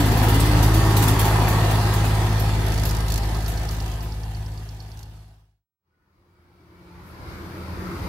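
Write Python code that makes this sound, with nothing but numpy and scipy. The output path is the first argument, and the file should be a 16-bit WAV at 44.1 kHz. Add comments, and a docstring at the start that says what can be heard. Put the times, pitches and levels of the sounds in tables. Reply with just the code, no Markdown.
"""On a railway platform, a six-cylinder diesel inspection car rolls past and away. Its firing
pulses make the exhaust throb, the engine clatters, and loose steel fittings rattle and tick in
step with the crankshaft. The car fades to silence; then a second machine fades in far down the
line, a horn sounds twice, and the rumble grows as the machine approaches."""
import sys
import numpy as np
from scipy import signal
from scipy.fft import rfft, irfft, next_fast_len
from scipy.io import wavfile
from scipy.ndimage import uniform_filter1d, map_coordinates

SR = 44100
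rng = np.random.default_rng(int(sys.argv[2]) if len(sys.argv) > 2 else 0)


def persist_wave(psi):
    """Save psi, clipped to +-1, as 16-bit WAV."""
    counts = np.round(np.clip(psi, -1, 1) * 32767).astype(np.int16)
    wavfile.write(sys.argv[1], SR, np.atleast_2d(counts).T)


N = 356328
TIME = np.arange(N) / SR
TURN_S = .0569  # one crankshaft turn: three firings, half an engine cycle


def amp(db):
    """Decibels to gain."""
    return 10 ** (np.asarray(db) / 20)


def unit(x):
    """Scale to rms 1."""
    return x / np.sqrt(np.mean(x ** 2) + 1e-20)


def along(points, hz):
    """Read (freq_hz, value) points on a log frequency axis."""
    freqs, values = np.transpose(points)
    return np.interp(np.log(hz + 1), np.log(freqs + 1), values)


def curves(rows):
    """One automation curve for each column after the time."""
    times, *columns = np.transpose(rows)
    return [np.interp(TIME, times, column) for column in columns]


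def wobble(rate_hz):
    """A smooth random curve through rate_hz points a second."""
    return map_coordinates(rng.standard_normal(int(N * rate_hz / SR) + 4), [TIME * rate_hz])


def filtered(x, response):
    """Equalise x with a gain that depends on frequency."""
    size = next_fast_len(N + SR // 4)
    return irfft(rfft(x, size) * response(np.fft.rfftfreq(size, 1 / SR)), size)[..., :N]


def rush(colour, width, lean, patchy_db):
    """Coloured stereo noise whose bands flicker by about patchy_db; its mid has rms 1."""
    bands = signal.stft(rng.standard_normal((2, N)), nperseg=1024)[2]
    patches = uniform_filter1d(rng.standard_normal(bands.shape[1:]), size=4, axis=0)
    patches = unit(uniform_filter1d(patches, size=10, axis=1))
    mid, side = signal.istft(bands * amp(patchy_db * patches), nperseg=1024)[1][:, :N]
    mid = filtered(mid, lambda hz: amp(along(colour, hz)))
    side = filtered(side, lambda hz: amp(along(colour, hz) + along(width, hz)))
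    stereo = np.array([mid + side, mid - side])
    stereo = filtered(stereo, lambda hz: amp(np.outer([.5, -.5], along(lean, hz))))
    return stereo / np.std(stereo.mean(axis=0))


def ring(pitch_hz, width_hz):
    """Noise ringing in one resonance, at rms 1."""
    noise = rng.standard_normal(N)
    return unit(filtered(noise, lambda hz: 1 / (1 + (2 * (hz - pitch_hz) / width_hz) ** 2)))


def resonances(rows):
    """A bank of noisy resonances from (pitch_hz, width_hz, level_db) rows."""
    return sum(amp(db) * ring(hz, width_hz) for hz, width_hz, db in rows)


def bursts(blows, attack_s, t60_s):
    """Envelope of (start_s, level_db) blows that rise quickly and die away."""
    power, t = np.zeros(N + SR), np.arange(SR // 2) / SR
    for start, db in blows:
        blow = amp(db - 60 * t / t60_s) * (1 - np.exp(-t / attack_s))
        power[max(0, round(start * SR)):][:len(t)] += blow ** 2
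    return np.sqrt(power[:N])


def throb(cycles, depth, sharpness):
    """A gain of rms 1 that jumps up once a cycle and falls back."""
    return unit(1 + depth * np.exp(-sharpness * (cycles % 1)))


def far_tone(hz, waver_rad, waver_hz):
    """A sine on a pitch curve, its phase shaken by the air on the way."""
    return np.sin(2 * np.pi * np.cumsum(hz) / SR + waver_rad * wobble(waver_hz))


def held(notes, sag_hz_per_s, waver_rad, waver_hz, swell_s=.16):
    """Far tones that swell, hold and fade while their pitch sags."""
    out = np.zeros(N)
    for start, end, hz, db in notes:
        swell = np.clip(np.minimum(TIME - start, end - TIME) / swell_s, 0, 1)
        out += amp(db) * swell * far_tone(hz - sag_hz_per_s * (TIME - start), waver_rad, waver_hz)
    return out


# Faint whines down the line: start_s, peak_s, end_s, pitch_hz, width_hz, level_db
WHINES = [(6.15, 6.85, 7.4, 2285, 45, -71), (6.3, 6.8, 7.15, 4580, 50, -81),
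          (5.9, 6.0, 6.17, 1468, 10, -75)]


def whines():
    """Thin, distant bands of noise that swell and fade."""
    return sum(amp(db) * np.interp(TIME, [start, peak, end], [0, 1, 0]) * ring(hz, width_hz)
               for start, peak, end, hz, width_hz, db in WHINES)


# Brief scrapes: peak_s, spread_s, pitch_hz, width_hz, level_db
SCRAPES = [(7.091, 0.045, 11900, 4500, -61), (7.316, 0.056, 4600, 2500, -55.5)]


def scrapes():
    """Short swells of hiss, unrelated in the two ears."""
    out = np.zeros((2, N))
    for peak, spread, hz, width_hz, db in SCRAPES:
        swell = np.exp(-((TIME - peak) / spread) ** 2)
        out += amp(db) * swell * np.array([ring(hz, width_hz), ring(hz, width_hz)])
    return out


# Stereo width of the far machine: freq_hz, side_minus_mid_db
FAR_WIDTH = [(60, -15), (200, -19), (380, -12), (700, -4.5), (1290, 0.5), (4400, 0)]
# Its balance: freq_hz, left_minus_right_db
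FAR_BALANCE = [(60, -4), (110, 1.5), (200, 2), (380, 0.0), (700, 2), (1290, 1.5), (2380, 1.5), (4400, 1.5),
               (8120, 7), (15000, -0.5)]


def far_noise(colour, patchy_db):
    """Noise placed in the far machine's stereo image."""
    return rush(colour, FAR_WIDTH, FAR_BALANCE, patchy_db)


# EQ curves of the far engine's rumble, booming body, wheels and hiss: freq_hz, level_db
FAR_RUMBLE_EQ = [(28, -36), (42, -10.5), (65, -4.5), (85, -2), (120, -4.5), (150, -10.5), (185, -5),
                 (215, -19), (300, -32), (600, -71)]
FAR_BODY_EQ = [(140, -26.5), (215, -6), (265, -3.5), (325, 2.5), (390, -2), (445, -8.5), (540, -10.5),
               (680, -13), (1100, -53.5)]
FAR_WHEELS_EQ = [(290, -31), (500, -4), (535, -7), (681, -9), (891, -2), (1240, -5), (1340, -3.5),
                 (1590, -10), (2270, -10.5), (2520, -16), (3030, -24.5), (5000, -18.5), (6500, -54),
                 (11000, -120)]
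FAR_HISS_EQ = [(1650, -35), (2800, -1.5), (3570, -3), (4940, -8.5), (5540, -4.5), (7430, -12),
               (9760, -10.5), (12000, -7), (14500, -9), (15600, -20)]


def far_running():
    """Uneven engine rumble, a body that booms more as it nears, wheels on rails, hiss and exhaust."""
    rumble = amp(3.5 + .5 * wobble(11)) * far_noise(FAR_RUMBLE_EQ, patchy_db=1.5)
    body = amp(-1.5 * (TIME[-1] - TIME)) * far_noise(FAR_BODY_EQ, patchy_db=1.5)
    wheels = amp(-2.5) * far_noise(FAR_WHEELS_EQ, patchy_db=2)
    hiss = amp(-14.5) * far_noise(FAR_HISS_EQ, patchy_db=2)
    exhaust_note = amp(3.5) * far_tone(hz=83.2 + 2 * wobble(4), waver_rad=.6, waver_hz=12)
    return rumble + body + wheels + hiss + exhaust_note


# Horn calls, riding on the approach level: start_s, end_s, pitch_hz, gain_db
HORN_CALLS = [(6.1, 7.08, 352.7, 1.5), (7.24, 7.58, 343, -0.5)]


def far_horn():
    """A long call and a short one, each drooping a little in pitch."""
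    return held(HORN_CALLS, sag_hz_per_s=11, waver_rad=.17, waver_hz=5.2)


# Swells of engine hum, riding on the approach level: start_s, end_s, pitch_hz, gain_db
HUM_SWELLS = [(5.9, 6.6, 201, -2.5), (6.6, 7.16, 182, 3.5), (7.35, 8.2, 193.6, -1)]


def far_hum():
    """The far engine's hum picks up and sags again."""
    return held(HUM_SWELLS, sag_hz_per_s=21, waver_rad=.3, waver_hz=9.9)


# Fader ride of the far machine coming closer: time_s, level_db
APPROACH = [(5.78, -106), (5.88, -80.5), (6.15, -69.5), (6.55, -62.5), (7.3, -44), (7.75, -41), (8.08, -37)]


def far_machine():
    """Running noise, horn and hum grow together as the second machine approaches."""
    approach_db, = curves(APPROACH)
    return amp(approach_db) * (far_running() + far_horn() + far_hum())


# Stereo width of the inspection car: freq_hz, side_minus_mid_db
CAR_WIDTH = [(60, -31.5), (110, -3), (200, -18.5), (380, -13.5), (700, -6.5), (1290, -0.5), (2380, 1.5),
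             (4400, 0)]
# Its balance: freq_hz, left_minus_right_db
CAR_BALANCE = [(200, -0.5), (700, 1.5), (1290, 1.8), (2380, 1.5), (4400, -6.5), (8120, -1), (15000, -4.5)]


def car_noise(colour, patchy_db):
    """Noise placed in the inspection car's stereo image."""
    return rush(colour, CAR_WIDTH, CAR_BALANCE, patchy_db)


def facing(peak_s=1.26, spread_s=.92):
    """How squarely the open side of the engine bay faces the platform, 0 to 1."""
    return np.exp(-((TIME - peak_s) / spread_s) ** 2)


# Resonances heard through the engine louvres: pitch_hz, width_hz, level_db
LOUVRE_MODES = [(963, 170, -36), (1118, 13, -41), (1183, 310, -38)]


def louvres():
    """The open side of the engine bay sweeps past and lets out a howl."""
    return facing() * resonances(LOUVRE_MODES)


# A low groan as the car goes by: time_s, pitch_hz, level_db
GROAN = [(0, 296.8, -21.5), (.14, 228.8, -29.5), (.33, 264, -29), (.51, 305.3, -22.5), (.61, 288, -30.5),
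         (.8, 332, -28.5), (.95, 306.5, -29), (1.08, 258, -27), (1.15, 285, -25)]


def groan(release_db_per_s=546.5):
    """One unsteady tone that slides up and down, then cuts away."""
    hz, db = curves(GROAN)
    wavering_hz = hz * (1 + .026 * wobble(90))
    tone = np.sin(2 * np.pi * np.cumsum(wavering_hz) / SR)
    release_db = release_db_per_s * np.maximum(TIME - GROAN[-1][0], 0)
    return amp(db - release_db + 2.6 * wobble(44)) * tone


# Runs of ticking: start_s, end_s, first_level_db, tilt_db_per_khz
TICK_RUNS = [(2.783, 3.01, -30, 0), (3.231, 3.35, -32, 3), (3.46, 3.83, -28, -1), (4.0058, 4.93, -36, -2),
             (5.03, 5.04, -42.5, 7)]
# The ring of the ticking part: pitch_hz, width_hz, gain_db
TICK_MODES = [(4500, 400, -1.5), (4540, 360, 2), (5350, 560, 1.5), (6370, 820, -12.5)]


def ticks(loss_db_per_s=2):
    """A small part, off to the right, is struck once an engine cycle; each tick has its own colour."""
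    blows = [(s, db - loss_db_per_s * (s - start), tilt)
             for start, end, db, tilt in TICK_RUNS for s in np.arange(start, end, 2 * TURN_S)]
    tilt_scatter = 4.5 * rng.standard_normal(40)
    out = np.zeros(N)
    for mode_hz, width_hz, mode_db in TICK_MODES:
        above_pivot_khz = (mode_hz - 5000) / 1000
        scatter_db = 1.5 * rng.standard_normal(40)
        strikes = [(s, db + mode_db + (tilt + extra_tilt) * above_pivot_khz + extra_db)
                   for (s, db, tilt), extra_tilt, extra_db in zip(blows, tilt_scatter, scatter_db)]
        out += bursts(strikes, attack_s=.002, t60_s=.026) * ring(mode_hz, width_hz)
    return out * amp([[-12], [-.5]])


# Spells of steel chatter: start_s, end_s, level_db, third_stroke_dip_db
CHATTER_SPELLS = [(2.663, 3.01, -30, 7.5), (3.0822, 3.195, -26, -1.5), (3.234, 3.963, -38.5, 4.5),
                  (4.0058, 4.93, -52, 6), (4.972, 5.035, -43.5, 8.5)]
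# Its EQ curve: freq_hz, level_db
CHATTER_EQ = [(1200, -24.5), (3000, -5), (4400, 2), (6300, 2), (9000, -5), (12500, -1), (15500, -9.5)]


def chatter(edge_dip_db=3.5):
    """Loose steel takes one dry stroke a firing, in spells that swell and ebb."""
    blows = []
    for start, end, db, dip_db in CHATTER_SPELLS:
        for stroke, s in enumerate(np.arange(start, end, TURN_S / 3)):
            edge = (2 * (s - start) / (end - start) - 1) ** 2
            blows.append((s, db - edge_dip_db * edge - dip_db * (stroke % 3 == 2)))
    return bursts(blows, attack_s=.00065, t60_s=.04) * car_noise(CHATTER_EQ, patchy_db=2.5)


# The hardest shakes of the fittings: start_s, level_db
HARD_SHAKES = [(0.2853, -31.5), (0.3421, -35.5), (0.399, -28.5), (0.6259, -26.5), (0.7379, -27.5),
               (0.965, -23.5), (1.0223, -23.5), (1.0794, -24), (1.1916, -23.5), (1.2501, -27),
               (1.4795, -28.5), (1.7075, -34), (1.934, -31.5), (2.0487, -34), (2.3925, -34.5),
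               (2.8504, -31), (3.4785, -35), (3.709, -41), (4.0243, -44)]
# Their EQ curve: freq_hz, level_db
RATTLE_EQ = [(900, -31.5), (2500, 0), (4500, -2.5), (7000, -2), (9000, -3.5), (12500, 2.5), (15500, -3.5)]


def rattle(near_until_s=2.5, light_db=-32, loss_db_per_s=6):
    """Sizzling steel: a light shake on every crankshaft turn while the car is near, plus hard ones."""
    times = np.arange(0, near_until_s, TURN_S)
    scatter_db = 1.5 * rng.standard_normal(100)
    light_shakes = [(s, light_db - loss_db_per_s * s + db) for s, db in zip(times, scatter_db)]
    envelope = bursts(light_shakes + list(HARD_SHAKES), attack_s=.0017, t60_s=.22)
    return envelope * car_noise(RATTLE_EQ, patchy_db=4)


def fittings():
    """Loose steel rattles close by and chatters further on, roughened by a fine grain."""
    return (rattle() + chatter()) * unit(amp(1.7 * wobble(900)))


# EQ curve of the car's body: freq_hz, level_db
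BODY_EQ = [(25, -24), (45, -9), (90, -1), (150, -1.5), (205, -4.5), (235, -3), (280, -4), (330, -1.5),
           (390, -2.5), (425, -8), (560, -12), (750, -23), (1500, -57.5)]


def body_rumble(turns):
    """The body rumbles, pulsing once a crankshaft turn."""
    return car_noise(BODY_EQ, patchy_db=.5) * throb(turns, depth=.3, sharpness=3)


# EQ curve of the combustion clatter: freq_hz, level_db
CLATTER_EQ = [(300, -36.5), (470, -4), (590, -9.5), (680, 2), (820, -2.5), (970, -1.5), (1130, -8.5),
              (1430, -9.5), (1900, -12), (2200, -14), (3400, -19.5), (4500, -27.5), (6000, -43.5),
              (9100, -49.5)]


def clatter(turns):
    """Combustion noise, broken into small uneven knocks by the valve gear and injectors."""
    combustion = car_noise(CLATTER_EQ, patchy_db=2) * throb(turns, depth=.26, sharpness=1.5)
    return amp(-.7) * unit(combustion * amp(1.6 * wobble(220)))


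# Resonances of the engine casing and gears: pitch_hz, width_hz, gain_db
CASING_MODES = [(750, 92, -20.5), (812.4, 15, -13), (893, 16, -16), (1286, 72, -18.5), (1628, 70, -19.5),
                (1807, 62, -18), (1892, 23, -23.5), (2033, 35, -21)]


def casing(sink_from_s=2.8, sink_per_s=.03):
    """The casing rings, its pitch sinking as the car draws away."""
    speed = 1 - sink_per_s * np.maximum(TIME - sink_from_s, 0)
    return map_coordinates(resonances(CASING_MODES), [np.cumsum(speed) - 1], order=3)


# Resonances of the thin steel covers: pitch_hz, width_hz, gain_db
COVER_MODES = [(3490, 420, -18.5), (4390, 450, -21.5)]


def cover_rasp(fired):
    """The covers rasp unevenly with each firing, off to the right."""
    ringing = resonances(COVER_MODES)
    shaking = unit(amp(3 * wobble(18)) * throb(fired, depth=.26, sharpness=5))
    return ringing * shaking * amp([[-6], [3]])


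# EQ curve of the engine's hiss: freq_hz, level_db
HISS_EQ = [(1650, -18.5), (2800, -1), (3500, -4.5), (3900, -3.5), (4400, -1.5), (5870, -5.5), (9350, -8.5),
           (11900, -7.5), (14900, -16.5), (15600, -15.5)]


def engine_hiss(turns, fired):
    """A grainy hiss that spits on every turn and pulses with every firing."""
    pulse = throb(turns, depth=.44, sharpness=11) * throb(fired, depth=.31, sharpness=2.6)
    return car_noise(HISS_EQ, patchy_db=2.8) * pulse * unit(amp(.44 * wobble(260)))


def machinery(fired, engine_db, beside_db=-27):
    """The engine's noise layers, each falling away with distance at its own rate."""
    lost_db = beside_db - engine_db
    turns = (fired + .3) / 3
    body = amp(beside_db - 1.075 * lost_db) * body_rumble(turns)
    metal = clatter(turns) + amp(2.5 - .15 * lost_db) * casing() + cover_rasp(fired)
    hiss = amp(-36.5 - .88 * lost_db) * engine_hiss(turns, fired)
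    return body + amp(engine_db) * metal + hiss


# Exhaust harmonics, every sixth a multiple of the firing rate: engine_cycle_multiple, gain_db
EXHAUST_HARMONICS = [(5, -26), (6, 2.5), (7, -25.5), (8, -6), (9, -16), (10, -15.5), (11, -21.5), (12, 2),
                     (13, -25), (14, -14), (15, -26.5), (16, -17.5), (17, -30), (18, -8), (20, -30.5),
                     (22, -27.5), (23, -21), (24, -23.5)]


def exhaust(fired, boom_db, bark_db):
    """Firing harmonics line up into pulses; unequal cylinders add weaker lines between them."""
    out = np.zeros(N)
    for order, db in EXHAUST_HARMONICS:
        between = order % 6 != 0
        slip = .018 * max(order - 12, 0) * TIME  # upper harmonics turn slowly against the lower
        cycles = order * fired / 6 + between * rng.random() + slip
        bark_share = np.interp(order, [9, 12, 18], [0, 1, .5])
        facing_db = 1.5 * facing() * (order > 12)  # brighter as the open engine bay passes
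        level_db = boom_db + bark_share * (bark_db - boom_db) + facing_db
        waver_db = (.45 + between) * wobble(7)
        out -= amp(level_db + db + waver_db) * np.cos(2 * np.pi * cycles)
    return out * amp([[.2], [-.2]])


# Engine speed: time_s, firing_rate_hz
FIRING_RATE = [(0, 53.2), (1.6, 53.0), (2.4, 52.7), (4, 52.8), (5.4, 52.45)]
# Fader rides of the pass-by: time_s, exhaust_boom_db, exhaust_bark_db, engine_noise_db
PASS_BY = [(0, -23, -19, -28.0), (0.3, -21, -19.0, -26), (0.7, -19.5, -17.5, -27.5), (1.0, -23.5, -17, -27),
           (1.3, -23, -20, -27), (1.7, -25.5, -19, -28), (2.0, -24.5, -20.5, -29.5), (2.4, -25, -21.5, -32),
           (2.7, -23.5, -23, -32.5), (3.1, -22.5, -28, -35.5), (3.5, -26.0, -30.0, -37),
           (3.9, -28.5, -31, -40.5), (4.15, -31, -34.5, -45), (4.4, -31.5, -31, -46.5),
           (4.8, -40, -38, -51), (5.15, -43, -43.5, -56.5)]


def inspection_car():
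    """The diesel car passes and draws away, its firing driving both exhaust and engine noise."""
    firing_hz, = curves(FIRING_RATE)
    fired = np.cumsum(firing_hz) / SR - .41  # firing count; whole numbers fall on exhaust pulses
    boom_db, bark_db, engine_db = curves(PASS_BY)
    engine = exhaust(fired, boom_db, bark_db) + machinery(fired, engine_db)
    return engine + louvres() + groan() + fittings() + ticks()


def scene():
    """The inspection car fades to silence, then the second machine comes in."""
    fade_start_s, fade_end_s = 5.165, 5.69
    fade = np.clip((fade_end_s - TIME) / (fade_end_s - fade_start_s), 0, 1) ** 2.43
    return fade * inspection_car() + far_machine() + whines() + scrapes()


def record(dry):
    """A brick-wall low-pass trims the very top of the treble."""
    return filtered(dry, lambda hz: hz < 15750)


dry = scene()
out = record(dry)
persist_wave(out)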